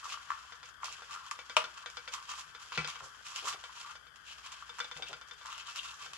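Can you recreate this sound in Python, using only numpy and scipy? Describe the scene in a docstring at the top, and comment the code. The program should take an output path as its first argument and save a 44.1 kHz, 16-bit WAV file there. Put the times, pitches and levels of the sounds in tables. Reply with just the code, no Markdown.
"""Tucking twine around a clay pot

Fingers tuck twine around a clay flower pot that lies tilted on a table. Stroke by stroke the fibres
scrape and crackle, a nail rasps, and strands slip and snap against the wall. The pot rocks with small
ringing taps and twice knocks down harder. A small room echoes it all over a faint hiss and hum."""
import sys
import numpy as np
from scipy import signal
from scipy.fft import rfft, irfft, next_fast_len
from scipy.io import wavfile
from scipy.ndimage import map_coordinates

SR = 44100
rng = np.random.default_rng(int(sys.argv[2]) if len(sys.argv) > 2 else 0)


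def wrap_up_sound(samples):
    """Save the sound to the file named by the first command line argument, as 16-bit audio."""
    columns = np.atleast_2d(samples).T
    # keep every value between -1 and 1, then stretch to whole-number steps
    tamed = np.clip(columns, -1, 1)
    steps = np.round(tamed * 32767).astype(np.int16)
    wavfile.write(sys.argv[1], SR, steps)


N = 272097

# The clay wall's tones (t60 is the time to fade by 60 dB): pitch_hz, t60_s, tapped_db, knocked_db
CLAY_TONES = [(492, .14, -12, -13), (1440, .08, -5, -15), (1545, .08, -5, -17), (2000, .12, -16, -11),
              (2300, .13, -7, -3), (2565, .085, -15, -4), (3105, .095, -9, -17), (3435, .06, -3, -12),
              (3551, .08, 6, -16), (4800, .1, -20, -13), (4880, .085, -6, -25), (6180, .08, -9, -20)]
# A colour says how strong each pitch is. The dull sound of twine on clay: pitch_hz, level_db
PLUCK_COLOUR = [(200, -32), (500, -31.5), (750, -19), (950, -2), (1170, 5.5), (1450, -6), (1900, -10.5),
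                (3000, -24.5), (6000, -56)]
# The bright, dry sound of the fibres: pitch_hz, level_db
FIBRE_COLOUR = [(300, -27.5), (900, -10), (1400, -11.5), (2200, -3), (2850, 1.5), (3900, -2), (5400, -0.5),
                (7400, -2), (8700, -14.5), (11000, -14), (13000, -30)]
# The pot touching the table: pitch_hz, level_db
CONTACT_COLOUR = [(120, -20), (300, -17), (490, -9), (700, -6.5), (1000, 1), (1350, 1.5), (1900, -1.5),
                  (2600, -4.5), (4000, -4.5), (5800, -9), (7000, -16), (7900, -18), (9000, -26),
                  (13000, -43.5)]


def amp(db):
    """Turn decibels into a gain to multiply by."""
    return 10 ** (np.asarray(db) / 20)


def unit(x):
    """Scale a sound to an average (rms) level of 1."""
    return x / np.sqrt(np.mean(x ** 2) + 1e-20)


def along(points, hz):
    """Read between the rows of a (pitch_hz, value) table, on a log pitch scale."""
    pitches, values = np.transpose(points)
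    return np.interp(np.log(hz + 1), np.log(pitches + 1), values)


def wobble(rate):
    """A curve that glides to a new random value `rate` times a second."""
    targets = rng.standard_normal(int(N * rate / SR) + 4)
    return map_coordinates(targets, [np.arange(N) * rate / SR], order=1)


def filtered(x, response):
    """Multiply each frequency in a sound by response(hz)."""
    n = x.shape[-1]
    padded = next_fast_len(n + min(n // 8, SR // 8), real=True)
    return irfft(rfft(x, padded) * response(np.fft.rfftfreq(padded, 1 / SR)), padded)[..., :n]


def coloured(x, colour, size=2048):
    """Give a sound a colour by turning each sample into a short click of that colour."""
    cepstrum = irfft(np.log(amp(along(colour, np.fft.rfftfreq(size, 1 / SR)))))
    cepstrum[1:size // 2] *= 2  # this folding packs the click's energy at its start
    cepstrum[size // 2 + 1:] = 0
    click = irfft(np.exp(rfft(cepstrum)))
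    click /= np.linalg.norm(click)
    return signal.fftconvolve(x, click[None], axes=1)[:, :x.shape[1]]


def spread(pair):
    """Turn two unrelated noises into a left and right that are alike in the bass."""
    # How alike the two sides are: pitch_hz, likeness (0 to 1)
    alike = [(150, 0.98), (500, 0.4), (1000, 0.44), (2500, 0.6), (5000, 0.076), (10000, 0.062)]
    turn = lambda hz: np.arccos(np.clip(along(alike, hz), 0, 1)) / 2
    mid, side = filtered(pair, lambda hz: np.array([np.cos(turn(hz)), np.sin(turn(hz))]))
    return np.array([mid + side, mid - side])


def add(track, start_s, sound):
    """Mix a sound into a track at the given time."""
    part = track[:, max(round(start_s * SR), 0):][:, :sound.shape[-1]]
    part += sound[..., :part.shape[1]]


def blow(colour, contact_t60, scatter_db, scatter_t60):
    """A gritty hit, trailed by sound scattered off the hands, pot and table; it peaks near 1."""
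    t = np.arange(SR // 7) / SR
    contact = rng.standard_normal(len(t)) * amp(-60 * t / contact_t60)
    contact /= np.linalg.norm(contact)
    scatter = spread(rng.standard_normal((2, len(t)))) * amp(-60 * t / scatter_t60)
    scatter /= np.linalg.norm(scatter[0])
    click = coloured(contact + amp(scatter_db) * scatter, colour)
    return click / (3 * np.std(click[:, :SR // 200]))


def ring(tones, vary_db, attack_s, beat_hz, twin_db):
    """Fading tones, at new strengths for each hit; each wavers against a weaker twin close in pitch."""
    t = np.arange(SR // 6) / SR
    hz, t60, db = np.transpose(tones)[:, :, None]
    level_db = db + vary_db * rng.standard_normal(hz.shape)
    phase = 2 * np.pi * (hz * t + rng.random(hz.shape))
    phase = phase + rng.standard_normal((2, len(hz), 1)) * hz / 4000  # highs reach the sides out of step
    drift = beat_hz * rng.standard_normal(hz.shape) * t + rng.random(hz.shape)
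    waves = np.sin(phase) + amp(twin_db) * np.sin(phase + 2 * np.pi * drift)
    return np.sum(amp(level_db - 60 * t / t60) * waves, axis=1) * (1 - np.exp(-t / attack_s))


def friction(colour, catches_per_s, uneven_db, smooth_db, flutter_db):
    """Surfaces slide: many tiny catches of uneven size over a smooth noise."""
    catches = (rng.random(N) < catches_per_s / SR) * rng.choice([-1, 1], N)
    sizes = amp(uneven_db * np.minimum(rng.standard_normal(N), 2))
    sliding = spread(rng.standard_normal((2, N)))
    force = (unit(catches * sizes) + amp(smooth_db) * sliding) * amp(flutter_db * wobble(70))
    return unit(coloured(force, colour))


def background(hum_hz=62, hum_db=-73.5):
    """Steady hiss, hollow-toned on the left, and a low wavering hum."""
    # The colour of the hiss on each side: pitch_hz, level_db
    left_colour = [(25, -17.5), (60, -8), (110, -10), (250, -20), (600, -30.5), (1100, -5.5), (1550, 4),
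                   (2100, -13), (2600, -32), (3100, -5), (3500, -9.5), (3900, -43), (4800, -12),
                   (5400, -28.5), (12000, -31)]
    right_colour = [(25, -4), (60, 8), (110, 1.5), (250, -6), (800, -15.5), (1400, -13), (2000, -22),
                    (3800, -26), (5000, -10), (7300, -21), (8500, -15), (12000, -20)]
    left = amp(-53.5) * unit(coloured(rng.standard_normal((1, N)), left_colour))
    right = amp(-70) * unit(coloured(rng.standard_normal((1, N)), right_colour))
    hum_gain = amp(hum_db + 3 * wobble(8))
    hum = hum_gain * np.sin(2 * np.pi * hum_hz * np.arange(N) / SR + .65 * wobble(9))
    return np.vstack([left, right]) + hum


def room_echo(x):
    """The small room answers 4 ms later, and each pitch dies away at its own speed."""
    # How long the echo lasts: pitch_hz, t60_s
    fade_times = [(150, 0.28), (600, 0.26), (3000, 0.19), (7000, 0.12), (12000, 0.28)]
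    hz, t, noise = signal.stft(spread(rng.standard_normal((2, SR // 2))), SR, nperseg=256)
    fade = amp(-60 * t / along(fade_times, hz)[:, None])
    tail = signal.istft(noise * fade, SR, nperseg=256)[1]
    tail = np.pad(tail, ((0, 0), (SR // 250, 0))) / np.linalg.norm(tail[0])
    return signal.fftconvolve(x, tail, axes=1)[:, :N]


def microphones(x, left_lag_samples=2.95):
    """The left side hears more middle pitches and hears later; the right hears more treble."""
    # The balance of the two sides: pitch_hz, left_minus_right_db
    balance = [(150, 1), (300, 1.5), (600, 6.5), (1200, 2.5), (1700, 4), (2300, 4), (3200, 12), (4000, 2),
               (4800, -1.5), (5800, -15), (7400, -25.5), (9000, -5.5), (12000, -11)]

    def response(hz):
        sides = amp(np.outer([.5, -.5], along(balance, hz)))
        delay = np.exp(-2j * np.pi * np.outer([left_lag_samples, 0], hz) / SR)
        return sides * delay / np.sqrt(np.mean(sides ** 2, axis=0))
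    return filtered(x, response)


def pot_air(x):
    """The air in the pot rings along with everything that touches it."""
    # The pitches this air boosts: pitch_hz, width_hz, level_db
    air_tones = [(620, 7.7, -2), (950, 29, -8), (1049, 26, -6.5), (1184, 30, -11), (1314, 21, -2),
                 (1389, 40, 1.5), (2630, 93, -5.5), (3150, 123, -3)]
    return filtered(x, lambda f: 1 + sum(amp(db) * 1j * f * width / (hz * hz - f * f + 1j * f * width)
                                         for hz, width, db in air_tones))


def pot_shifts():
    """The pot's foot judders briefly over the table: the top booms and the clay grinds."""
    # Each small slide: start_s, length_s, boom_db, grind_db
    shifts = [(0.885, 0.059, -91, -65), (3.01, 0.077, -60, -62), (3.424, 0.076, -81, -58.5),
              (3.538, 0.044, -69.5, -53.5), (4.959, 0.084, -61.5, -59.5), (5.09, 0.085, -62, -59.5),
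              (6.02, .14, -74, -71)]
    # The booming table and the grinding clay: pitch_hz, level_db
    boom_colour = [(40, -12), (110, -13.5), (155, 3), (210, -35), (500, -9), (1500, -59)]
    grind_colour = [(100, -38), (280, -12), (400, -0.5), (620, -1), (800, 4), (1200, -17), (3000, -73)]
    t = np.arange(N) / SR
    boom = friction(boom_colour, catches_per_s=240, uneven_db=8, smooth_db=5, flutter_db=1.5)
    grind = friction(grind_colour, catches_per_s=310, uneven_db=6, smooth_db=-9, flutter_db=-1)
    out = np.zeros((2, N))
    for start_s, length_s, boom_db, grind_db in shifts:
        push = np.interp(t - start_s, [0, 0.004, length_s / 2, length_s], [0.022, 0.97, 0.93, 0.019])
        out += push * (amp(boom_db) * boom + amp(grind_db) * grind)
    return out


def pot_taps():
    """The pot rocks on its rim: a short contact, then the clay's ring swells and fades."""
    # Each touch on the table: start_s, level_db
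    taps = [(0.522, -38), (0.63, -39), (1.021, -37.5), (1.39, -34), (1.497, -32.5), (1.641, -30.5),
            (1.86, -30.5), (1.97, -31.5), (2.077, -32), (2.549, -37), (2.721, -37.5), (2.846, -27.5),
            (2.957, -38), (3.527, -32), (3.639, -36), (3.954, -38.5), (4.068, -46), (4.694, -37),
            (4.802, -25), (4.845, -34), (4.913, -33), (4.966, -36.5), (5.023, -30), (5.13, -32),
            (5.213, -40), (5.311, -37), (5.412, -44.5), (6.062, -39)]
    palm_lifts_s, clink_hz = 4.5, 3551  # until it lifts, a palm on the wall mutes the clearest tone
    out = np.zeros((2, N))
    for start_s, level_db in taps:
        muted_db = 5 * (start_s < palm_lifts_s)
        tones = [(hz, t60, db - muted_db * (hz == clink_hz)) for hz, t60, db, _ in CLAY_TONES]
        contact = blow(CONTACT_COLOUR, contact_t60=0.0088, scatter_db=0.5, scatter_t60=0.078)
        clay = ring(tones, vary_db=2, attack_s=.005, beat_hz=55, twin_db=-9)
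        add(out, start_s, amp(level_db) * contact)
        add(out, start_s, amp(level_db - 9) * clay)
    return out


def pot_knocks():
    """Harder blows clack, ring the clay and shake the table top."""
    # Each hard landing: start_s, clack_db, contact_db, clay_db, thud_db
    knocks = [(1.567, -9.5, -19, -37, -74), (2.7764, -32, -20.5, -27, -33.5)]
    # The sharp clack: pitch_hz, level_db
    clack_colour = [(200, -50), (350, -38), (480, -4), (540, -20), (620, 0), (770, -19), (980, 3.5),
                    (1180, 7.5), (1400, -4), (1750, -15), (2350, -3), (2900, 1), (3250, -7), (4400, -11),
                    (5400, -12), (7600, -15), (9000, -21), (13000, -35)]
    # The table top's low tones: pitch_hz, t60_s, level_db
    table_tones = [(69, .15, -13), (157, .16, 4), (240, .08, -7), (365, .12, -6)]
    tones = [(hz, t60, knocked_db) for hz, t60, _, knocked_db in CLAY_TONES]
    out = np.zeros((2, N))
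    for start_s, *levels_db in knocks:
        clack = blow(clack_colour, contact_t60=0.014, scatter_db=-2, scatter_t60=0.08)
        contact = blow(CONTACT_COLOUR, contact_t60=0.0073, scatter_db=1.5, scatter_t60=0.26)
        clay = ring(tones, vary_db=1, attack_s=.002, beat_hz=50, twin_db=-14)
        thud = ring(table_tones, vary_db=.5, attack_s=.011, beat_hz=8, twin_db=-20)
        for level_db, sound in zip(levels_db, [clack, contact, clay, thud]):
            add(out, start_s, amp(level_db) * sound)
    return out


def nail_scratches():
    """A nail rakes the twine: a narrow rasp that swells and stops."""
    # Each scratch: start_s, length_s, level_db
    scratches = [(3.37, .06, -62), (4.261, 0.067, -54.5), (5.06, .06, -53), (5.477, 0.16, -54.5),
                 (5.657, 0.056, -51.5), (5.748, 0.072, -43), (5.817, 0.11, -50)]
    # The nail's rasp: pitch_hz, level_db
    nail_colour = [(1500, -28), (2350, -12), (2700, 6.5), (3150, 0), (3700, 1), (6000, -41)]
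    rasp = friction(nail_colour, catches_per_s=400, uneven_db=5, smooth_db=0, flutter_db=2.5)
    press = np.zeros((1, N))
    for start_s, length_s, level_db in scratches:
        add(press, start_s, amp(level_db) * np.sin(np.linspace(0, np.pi, round(length_s * SR))))
    return press * rasp


def finger_effort():
    """Gains for the dull rub, the fibres and their treble: strokes swell and fade over a light grip."""
    # The hands keep creeping over the twine between strokes: time_s, rustle_db
    grip = [(0, -58), (.5, -59), (.76, -75), (1.0, -57.5), (1.9, -59.5), (2.3, -59), (3.2, -61.5),
            (3.9, -56.5), (4.06, -80), (4.3, -61), (4.9, -59), (5.35, -63.5), (6.17, -72)]
    # Fingers drag the twine: start_s, rise_s, fade_s (to fall 20 dB), rub_db, fibre_db, treble_tilt_db
    strokes = [(0.01, 0.063, 0.087, -44, -49, 2), (0.079, 0.053, 0.04, -49, -41, -6.5),
               (0.27, 0.023, 0.46, -50.5, -55, -3), (0.615, 0.058, 0.068, -53, -53.5, -2),
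               (0.794, 0.053, 0.055, -47.5, -55, 0), (0.835, 0.022, 0.14, -52, -45, -6),
               (1.07, 0.058, 0.22, -45, -52.5, -2), (1.74, 0.029, .2, -48, -61, -13),
               (2.116, 0.028, 0.074, -40.5, -42.5, -1), (2.268, 0.024, 0.13, -45, -43, -2),
               (2.35, 0.047, 0.053, -48.5, -46, 2.5), (2.58, 0.048, 0.12, -55.5, -51, 1),
               (2.71, 0.049, 0.12, -48, -49, -13), (2.83, 0.068, 0.17, -49, -48, -5.5),
               (3.01, 0.036, 0.18, -53, -55, 8), (3.235, 0.032, 0.54, -52, -50, 0.5),
               (3.31, 0.079, 0.19, -47.5, -45, -5.5), (3.43, 0.059, 0.049, -35.5, -35.5, 3.5),
               (3.665, 0.042, 0.044, -51, -59, -4), (3.744, 0.027, 0.22, -51.5, -49, -2.5),
               (3.86, 0.051, 0.033, -48, -63, -10), (4.245, 0.037, .16, -77, -49.5, -4),
               (4.39, .06, 0.28, -55, -54, -8), (5.045, 0.043, 0.065, -66, -54.5, -15.5),
               (5.375, 0.13, 0.28, -44.5, -50.5, -3), (5.53, 0.057, 0.2, -60, -49.5, -7.5),
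               (5.646, 0.044, 0.11, -48, -47, -1.5), (5.731, 0.049, 0.056, -48.5, -41.5, -1),
               (5.815, 0.036, 0.25, -51.5, -48, 0.5), (5.974, 0.041, 0.17, -48.5, -46.5, -3),
               (6.12, 0.036, .12, -56, -47, -6.5)]
    t = np.arange(N) / SR
    grip_db = np.interp(t, *np.transpose(grip))
    power = amp([grip_db - 1.5, grip_db + 1.5, grip_db - 1.5]) ** 2  # rub, fibres, treble
    age_s = t[:SR]
    for start_s, rise_s, fade_s, rub_db, fibre_db, tilt_db in strokes:
        swell = np.minimum(age_s / rise_s, 1) * amp(-20 * np.maximum(age_s - rise_s, 0) / fade_s)
        gains = amp([rub_db, fibre_db - tilt_db / 2, fibre_db + tilt_db / 2])
        add(power, start_s, np.outer(gains, swell) ** 2)
    return np.sqrt(power)


def twine_slips(rub_gain, fibre_gain, small_slips_per_s=8):
    """A strand lets go: a hollow pluck and a dry crack. Small slips by chance follow the rubbing level."""
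    # The clear slips over the clay: start_s, pluck_db, crack_db
    slips = [(0.044, -39, -39), (0.122, -34, -40), (0.141, -30.5, -40), (0.174, -35.5, -58),
             (0.304, -20.5, -40), (0.318, -26.5, -48), (0.338, -44, -53), (0.351, -38, -55),
             (0.832, -27.5, -54), (0.844, -34, -29.5), (0.882, -32.5, -48), (1.312, -26.5, -28.5),
             (1.781, -37.5, -43), (2.138, -33.5, -25.5), (2.292, -33.5, -38), (2.337, -32.5, -42),
             (2.721, -29, -63), (2.875, -41, -30), (2.956, -35.5, -59), (3.006, -34, -50),
             (3.267, -55, -36), (3.479, -33, -45), (3.91, -39, -42), (4.159, -48, -44), (4.624, -34.5, -46),
             (4.786, -32, -40), (4.791, -31, -36.5), (5.466, -45, -43), (5.760, -40.5, -31),
             (6.134, -39.5, -34)]
    events = [(start_s, amp(pluck_db), amp(crack_db)) for start_s, pluck_db, crack_db in slips]
    for i in np.flatnonzero(rng.random(N) < small_slips_per_s / SR):
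        pluck_boost, crack_boost = amp(rng.normal([6, 8.5], 5))  # peaks above the rubbing
        events.append((i / SR, pluck_boost * rub_gain[i], crack_boost * fibre_gain[i]))
    out = np.zeros((2, N))
    for start_s, pluck_gain, crack_gain in events:
        pluck = blow(PLUCK_COLOUR, contact_t60=0.0021, scatter_db=-2, scatter_t60=0.029)
        crack = blow(FIBRE_COLOUR, contact_t60=0.0087, scatter_db=0, scatter_t60=0.094)
        add(out, start_s, pluck_gain * pluck + crack_gain * crack)
    return out


def twine_rubbing(rub_gain, fibre_gain, treble_gain, treble_hz=4500):
    """Twine dragged over clay: a dull rub, and the rustle of its fibres."""
    rub = amp(-3) * friction(PLUCK_COLOUR, catches_per_s=260, uneven_db=8, smooth_db=4, flutter_db=3.5)
    fibres = friction(FIBRE_COLOUR, catches_per_s=700, uneven_db=6, smooth_db=4, flutter_db=3)
    treble = filtered(fibres, lambda hz: hz ** 6 / (hz ** 6 + treble_hz ** 6))
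    return rub_gain * rub + fibre_gain * (fibres - treble) + treble_gain * treble


def scene():
    """The pot and twine in their room, over the steady background."""
    rub_gain, fibre_gain, treble_gain = finger_effort()
    pot = pot_taps() + pot_knocks() + pot_shifts()
    rubbing = twine_rubbing(rub_gain, fibre_gain, treble_gain)
    twine = rubbing + twine_slips(rub_gain, fibre_gain) + nail_scratches()
    near = pot_air(pot + twine)
    return microphones(near + amp(-7) * room_echo(near)) + background()


def record(dry):
    """Soften the deepest bass and cut off the highest treble."""
    low_hz, top_hz = 40, 12800
    bass_cut = lambda hz: hz ** 3 / np.sqrt(hz ** 6 + low_hz ** 6)
    return filtered(dry, lambda hz: bass_cut(hz) / np.sqrt(1 + (hz / top_hz) ** 90))


dry = scene()
out = record(dry)
wrap_up_sound(out)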